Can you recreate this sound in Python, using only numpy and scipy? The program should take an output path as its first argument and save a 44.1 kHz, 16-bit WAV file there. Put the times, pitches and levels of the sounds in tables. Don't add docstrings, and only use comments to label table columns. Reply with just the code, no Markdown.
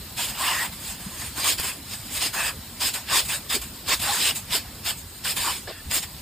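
import sys
import numpy as np
from scipy import signal
from scipy.fft import rfft, irfft, next_fast_len
from scipy.io import wavfile
from scipy.ndimage import uniform_filter1d, map_coordinates

SR = 44100
rng = np.random.default_rng(int(sys.argv[2]) if len(sys.argv) > 2 else 0)


def inscribe(sig):
    pcm = np.round(np.clip(np.atleast_2d(sig).T, -1, 1) * 32767)
    wavfile.write(sys.argv[1], SR, pcm.astype(np.int16))


def ratio(d):
    e = np.asarray(d, float) / 20
    return 10 ** e


N = 274081
HOP = 32


def unit(x):
    return x / np.sqrt(np.mean(x ** 2) + 1e-20)


def along(points, hz):
    f, v = np.transpose(points)
    return np.interp(np.log(hz + 1), np.log(f + 1), v)


def wobble(rate):
    knots = rng.standard_normal(int(N * rate / SR) + 4)
    return map_coordinates(knots, [np.arange(N) * rate / SR])


def filtered(x, response):
    m = next_fast_len(N + 8192)
    return irfft(rfft(x, m) * response(np.fft.rfftfreq(m, 1 / SR)), m)[..., :N]


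def colour(points):
    return lambda hz: ratio(along(points, hz))


def rush(gain, alike, patchy_db, spiky_db):
    drops = ratio(spiky_db * uniform_filter1d(rng.standard_normal(N), size=9) * 3)
    z = signal.stft(rng.standard_normal((2, N)) * drops, nperseg=256)[2]
    patches = uniform_filter1d(rng.standard_normal(z.shape[1:]), size=2, axis=0)
    patches = uniform_filter1d(patches, size=14, axis=1)
    pair = signal.istft(z * ratio(patchy_db * unit(patches)), nperseg=256)[1][:, :N]

    def mid_side_gain(hz):
        spread = np.arccos(np.clip(along(alike, hz), -1, .97)) / 2
        return gain(hz) * [np.cos(spread), np.sin(spread)]

    mid, side = filtered(pair, mid_side_gain)
    return unit(np.array([mid + side, mid - side]))


# f/Hz, level/dB [per Hz]
DISTANT = [(18, -41), (38, -10.5), (56, -2.5), (92, -3.5), (125, -7.5), (240, -10), (450, -20), (900, -21),
           (1500, -24), (3400, -22), (3900, -19), (5700, -22), (6300, -64)]
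# f/Hz, level/dB [per Hz]
MIST = [(5700, -60), (6100, -3.5), (8000, -1.5), (11000, -2), (13000, 2.5), (15300, 0), (16200, -80)]
# f/Hz, likeness [0-1]
FAR_ALIKE = [(60, 0.92), (180, 0.95), (550, 0.82), (1650, 0.76), (4970, 0.096), (15000, 0.15)]
# t/s, level/dB
PASSING = [(0, 1), (1.1, .5), (1.8, 0.5), (2.5, 0.5), (4.2, 1), (4.8, 0), (5.1, -3), (5.45, 2.5),
           (5.75, -1.5), (6.21, 0.5)]


def distance():
    swell_db = np.interp(np.arange(N) / SR, *np.transpose(PASSING))
    far = ratio(-42 + swell_db) * rush(colour(DISTANT), FAR_ALIKE, patchy_db=1.82, spiky_db=1.5)
    mist_db = -45.5 + 1.2 * swell_db + 0.54 * wobble(4.3)
    return far + ratio(mist_db) * rush(colour(MIST), FAR_ALIKE, patchy_db=-0.5, spiky_db=3.5)


# t/s, f/Hz, level/dB, t60 [s]
GULPS = [
    (.738, 206, -44.5, 0.054),
    (1.063, 183, -35, 0.058),
    (1.38, 285, -35.5, 0.033),
    (3.563, 366, -34, 0.046),
    (4.09, 790, -32, 0.099),
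    (4.65, 700, -50, .05),
    (5.673, 1650, -38, 0.038),
    (5.857, 62, -41.5, 0.21),
]


def gulps():
    out, t = np.zeros(N + SR), np.arange(SR // 5) / SR
    for s, hz, db, t60 in GULPS:
        ring = np.sin(2 * np.pi * hz * t * (1 + 0.117 * t / t60))
        ring = ring * (1 - np.exp(-t / 0.0033))
        out[round(s * SR):][:len(t)] += ratio(db + 12.5 - 60 * t / t60) * ring
    return out[:N]


# t/s, peak level/dB, low body level/dB
SLAPS = [(0.7297, -41, -25), (1.4444, -15, -21), (1.5989, -15, -35), (1.6442, -18, -26), (1.9346, -38, -26),
         (2.338, -31, -14), (2.489, -26, -26), (2.804, -27, -22), (2.9433, -26, -9), (3.1764, -22, -26),
         (3.2037, -17, -27), (3.5, -31, -27), (3.6174, -26.5, -18), (4, -24, -15), (4.2994, -31, -23),
         (4.8543, -24, -19), (5.2464, -26, -21), (5.913, -22, -31), (6.032, -32, -24)]


def slaps():
    out, t = np.zeros(N + SR), np.arange(2000) / SR
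    for s, db, low_db in SLAPS:
        burst = rng.standard_normal((2, len(t)))
        spatter = ratio(-60 * t / 0.0075) * burst[0]
        body = 3 * ratio(low_db - 60 * t / 0.014) * uniform_filter1d(burst[1], size=16)
        out[round(s * SR):][:len(t)] += ratio(db - 5.5) * (spatter + body)
    return filtered(out[:N], colour([(100, 5), (300, 2.7), (5000, 5.4), (15000, 6.9)]))


# start t/s, end t/s, f/Hz, width [Hz], level/dB
CAVITIES = [(.37, 0.596, 1030, 258, -33.5), (0.491, 0.655, 1880, 320, -33), (0.424, .56, 2830, 500, -31.5),
            (0.169, 0.262, 3270, 700, -35.5), (1.441, 1.502, 1110, 200, -34.5),
            (1.445, 1.548, 5260, 600, -37), (1.648, 1.733, 2570, 250, -41), (2.336, 2.514, 1730, 260, -37),
            (2.353, 2.519, 2550, 220, -34), (2.823, 2.896, 3430, 350, -47), (3.103, 3.17, 1100, 180, -34),
            (3.292, 3.314, 2530, 250, -32), (3.498, 3.557, 1700, 250, -38), (3.878, 3.955, 1097, 150, -36),
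            (4.019, 4.137, 920, 380, -43), (4.231, 4.327, 2890, 300, -32), (5.243, 5.277, 1580, 250, -37),
            (5.428, 5.52, 1050, 420, -32), (5.472, 5.53, 3040, 250, -37), (5.668, 5.724, 510, 596, -38.5),
            (5.69, 5.83, 3370, 70, -56), (5.716, 5.798, 2750, 70, -52), (5.698, 5.827, 1720, 405, -51)]


def cavities():
    out, sputter = np.zeros((2, N)), ratio(1.5 * wobble(30))
    for start, end, hz, width_hz, db in CAVITIES:
        n = round((end - start) * SR)
        f = np.fft.rfftfreq(n, 1 / SR)
        resonance = (f * width_hz / (hz * hz - f * f + 1j * f * width_hz)) ** 1.7
        spray = rng.standard_normal((2, 16000))[:, :n]
        ring = irfft(rfft(spray) * resonance, n)
        mid, side = unit(ring) * signal.windows.tukey(n, .35) * [[1], [.2]]
        out[:, round(start * SR):][:, :n] += ratio(db) * np.array([mid + side, mid - side])
    return out * sputter


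# f/Hz, width [Hz], level/dB
MOUTH = [(700, 300, -4.5), (1015, 310, 0.5), (1760, 440, -1), (2730, 260, -6.5)]


def mouth(f):
    total = 0
    for k, (centre, width, db) in enumerate(MOUTH):
        band = 1j * f * width
        total = total + (-1) ** k * ratio(db) * band / (centre * centre - f * f + band)
    return total


def contacts(rows, release_db, crown_db, drain_db, fizz_db, grow_db):
    s, hold_ms, db, rise_ms, hollow_db = np.transpose(rows)[..., None]
    hold, rise = np.maximum(hold_ms, 1) / 1000, np.maximum(rise_ms, 6) / 1000
    since = np.arange(0, N, HOP) / SR - s
    inside = np.clip(since, 0, hold + .05)
    crown = crown_db * np.sin(np.pi * np.clip(since / hold, 0, 1))
    climb = 20 * np.minimum(since, 0) / rise
    level = db + crown + climb - release_db * np.maximum(since - hold, 0)
    hollow = level + hollow_db - drain_db * inside
    fizz = level + fizz_db + grow_db * inside - 0.28 * (db + 29.5)
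    return np.sum(ratio([level, hollow, fizz]) ** 2, axis=1)


# f/Hz, level/dB [per Hz]
SPLASH = [(90, -51), (250, -12), (500, -11.5), (900, -14), (1500, -13.5), (2500, -2.5), (3500, -1),
          (4200, -4), (5000, 0), (5900, -9), (6300, -65)]
# f/Hz, level/dB [per Hz]
FIZZ = [(5700, -60), (6100, -2.5), (8000, 3), (9400, 1.5), (11000, -7), (12500, -0.5), (13500, -5),
        (15300, -2), (15700, -28), (16200, -80)]
# f/Hz, likeness [0-1]
NEAR_ALIKE = [(60, 1.0), (180, 1), (550, 0.96), (1650, 0.93), (4970, 0.67), (15000, 0.17)]
# t/s, hold [ms], level/dB, rise [ms], hollow level/dB
CUTS = [(0.177, 76, -31, 20, -4.5), (0.725, 6, -43.5, 7, -4.5), (1.45, 74, -26, 76, -7.5),
        (1.584, 30, -32, 14, -4), (1.936, 3.4, -33.5, 77, -7.5), (2.169, 14, -33, 130, -6),
        (2.22, 48.6, -26, 46, -7.5), (2.81, 78.6, -27.5, 19, -3.5), (3.123, 75.6, -23.5, 53, -1.5),
        (3.502, 56, -27, 13, -6.5), (3.89, 50.5, -24.5, 32, -4.5), (3.997, 8, -36, 7, -6),
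        (4.355, 22, -36.5, 12, -8), (4.532, 36.4, -24.5, 43, -7.5), (4.862, 45.5, -29, 30, -3.5),
        (5.178, 9.1, -53.5, 30, -11), (5.249, 70, -30, 16, -5.5), (5.912, 69, -27.5, 15, -6),
        (6.029, 6, -34.5, 16, -4.5)]
# t/s, hold [ms], level/dB, rise [ms], hollow level/dB
BITES = [
    (0.419, 144, -31, 110, 1),
    (0.585, 68, -33, 40, 0),
    (2.339, 152, -32, 17, 1),
    (3.289, 62, -32.5, 16, -4),
    (4.022, 148, -29.5, 25, -1.5),
    (4.226, 73, -25, 170, -7.5),
    (5.367, 154, -30.5, 12, -4.5),
]
# t/s, hold [ms], level/dB, rise [ms], hollow level/dB
TOUCHES = [(0.282, 16, -35, 67, -4), (0.888, 37, -38.5, 200, -6.5), (1.009, 140, -47.0, 60, 2.5),
           (1.21, 63, -39, 100, -2), (1.377, 26, -33.5, 41, -2.5), (1.634, 60, -31.5, 16, -3),
           (1.98, 85, -50, 54, -5), (2.94, 13, -29.5, 11, -4.5), (3.252, 7, -36.5, 13, -8),
           (3.616, 10, -39.5, 8.3, -5), (5.523, 37, -36, 8, -6.5)]
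# t/s, hold [ms], level/dB, rise [ms], hollow level/dB
GUSHES = [
    (4.65, 16, -51, 30, 4.5),
    (5.681, 11, -37.5, 17, -5),
]
# t/s, hold [ms], level/dB, rise [ms], hollow level/dB
FANS = [
    (1.475, 27, -36, 40, -15),
    (2.13, 46, -44.5, 35, -15),
    (3.335, 25, -42, 30, -15),
    (4.36, 12, -40, 16, -15),
    (4.98, 17, -55, 46, -15),
    (5.94, 24, -34, 30, -15),
]


def jet():
    power = ratio(-55.5 + np.array([[0], [-2], [3.5]])) ** 2
    power = power + contacts(CUTS, release_db=450, crown_db=1, drain_db=107, fizz_db=-4.5, grow_db=36)
    power += contacts(BITES, release_db=438, crown_db=0.5, drain_db=5, fizz_db=-2, grow_db=-6)
    power += contacts(TOUCHES, release_db=273, crown_db=-0.8, drain_db=28, fizz_db=-2, grow_db=-13)
    power += contacts(GUSHES, release_db=276, crown_db=-3, drain_db=30, fizz_db=-27, grow_db=3)
    power += contacts(FANS, release_db=380, crown_db=.6, drain_db=30, fizz_db=3.6, grow_db=3)
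    splash, hollow, fizz = [np.interp(np.arange(N), np.arange(0, N, HOP), np.sqrt(p)) for p in power]
    splash = splash * rush(colour(SPLASH), NEAR_ALIKE, patchy_db=2.4, spiky_db=1.5)
    hollow = np.roll(hollow, round(0.0065 * SR))
    hollow = hollow * ratio(-1.5) * rush(mouth, NEAR_ALIKE, patchy_db=2.54, spiky_db=2.1)
    fizz = fizz * ratio(4.0) * rush(colour(FIZZ), NEAR_ALIKE, patchy_db=2.5, spiky_db=1.0)
    fizz = fizz * ratio([[-.4], [.4]])
    return ratio(0.71 * wobble(45)) * (splash + hollow + fizz)


def scene():
    return distance() + gulps() + slaps() + cavities() + jet()


def steps(shape, size):
    coarse = rng.standard_normal((shape[0] // size[0] + 1, shape[1] // size[1] + 1))
    coarse = uniform_filter1d(coarse, size=3, axis=1)
    return np.kron(unit(coarse), np.ones(size))[:shape[0], :shape[1]]


def contrast(v):
    around = uniform_filter1d(abs(v), size=15, axis=0)
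    return v * (abs(v) / (around + 1e-9)) ** 0.18


# low f/Hz, high f/Hz, odds
GAPS = [(5700, 6280, 2), (9390, 9740, 1.1), (9950, 10600, .4), (11280, 11780, 1.5), (15410, SR, 9)]
# filter-bank channel, level/dB [above its band], left-right level/dB, phase lead [rad]
WHISTLES = [(28, -3.5, -10, 0.25), (32, -5, -19, 0), (40, -1.2, 0, -1.6), (44, 4, 0, -1.5)]
# low f/Hz, high f/Hz
STANDS_FOR = [(9480, 10150), (11400, 11750), (13200, 14450), (15000, 15600)]
# low f/Hz, high f/Hz, odds
EMPTIES = [(9900, 10600, .9), (9900, 11500, 2), (13170, 14420, 1.5), (14420, 15250, 1)]
# start t/s, end t/s
WHISTLING = [
    [(.12, 1.35), (1.42, 1.9), (2.0, 3.47), (3.88, 4.8), (5.26, 5.88)],
    [(.2, .86), (.94, 1.33), (1.48, 1.57), (3.33, 3.47), (4.15, 4.8), (5.4, 5.87)],
    [(.95, 1.17), (1.5, 1.56), (1.67, 1.87), (2.25, 2.86), (2.95, 3.08), (3.32, 3.45), (3.9, 4.34),
     (4.41, 4.55), (5.38, 5.83)],
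    [(0, .22), (.42, .77), (.93, 1.32), (1.65, 1.87), (2.24, 2.31), (3.17, 3.46), (4.15, 4.8), (5.3, 5.87),
     (5.93, 6.03)],
]
# f/Hz, odds
SIDE_DROPPED = [(0, 4), (280, 6), (340, -3), (1000, -1), (1500, 0.46), (2800, 1.13), (3600, -0.75),
                (6000, -2.5)]


def brittle_treble(x):
    hz, t, z = signal.stft(x, SR, nperseg=1024, noverlap=768)
    keep, tones, now = np.ones(z.shape[1:]), np.zeros_like(x), np.arange(N) / SR
    treble = uniform_filter1d(np.sum(abs(z[:, hz > 6400]) ** 2, axis=(0, 1)), size=3)
    sudden = np.roll(treble, -2) > ratio(2 * 7) * np.roll(treble, 2)
    sharp = uniform_filter1d(1. * sudden, size=5) > 1e-6
    edge = hz[:, None] + 40 * steps(keep.shape, size=(12, 4))
    chance = steps(keep.shape, size=(5, 4))
    for lo, hi, odds in GAPS:
        keep[(edge > lo) & (edge < hi) & (chance < odds)] = ratio(-65)
    for whistle, band, emptied, spans in zip(WHISTLES, STANDS_FOR, EMPTIES, WHISTLING):
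        channel, db, pan_db, lead = whistle
        lo, hi = band
        low, high, odds = emptied
        band_power = np.sum(abs(z[:, (hz > lo) & (hz < hi)]) ** 2, axis=(0, 1))
        size = np.sqrt(uniform_filter1d(band_power, size=5))
        on = sum((t > a) & (t < b) for a, b in spans) > 0
        keep[(edge > low) & (edge < high) & on & (chance < odds)] = ratio(-60)
        whistle_hz = (round(channel) + .5) * SR / 128
        phase = 2 * np.pi * whistle_hz * now + np.array([[lead], [0]])
        pan = ratio(np.array([[pan_db / 2], [-pan_db / 2]]))
        tones += np.interp(now, t, size * on * ratio(db)) * pan * np.sin(phase)
    keep[:, sharp] = np.maximum(keep[:, sharp], ratio(-17) * (hz < 15750)[:, None])
    mid, side = (z[0] + z[1]) / 2, (z[0] - z[1]) / 2
    dropped = along(SIDE_DROPPED, hz)[:, None] > steps(keep.shape, size=(8, 8))
    mid, side = contrast(mid), contrast(side * np.where(dropped, ratio(-27.0), 1))
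    pair = np.array([mid + side, mid - side]) * keep
    return signal.istft(pair, SR, nperseg=1024, noverlap=768)[1][:, :N] + tones


def low_pass(x):
    return signal.sosfilt(signal.butter(12, 16750, fs=SR, output="sos"), x)


def record(dry):
    mix = brittle_treble(dry)
    return low_pass(mix)


dry = scene()
out = record(dry)
inscribe(out)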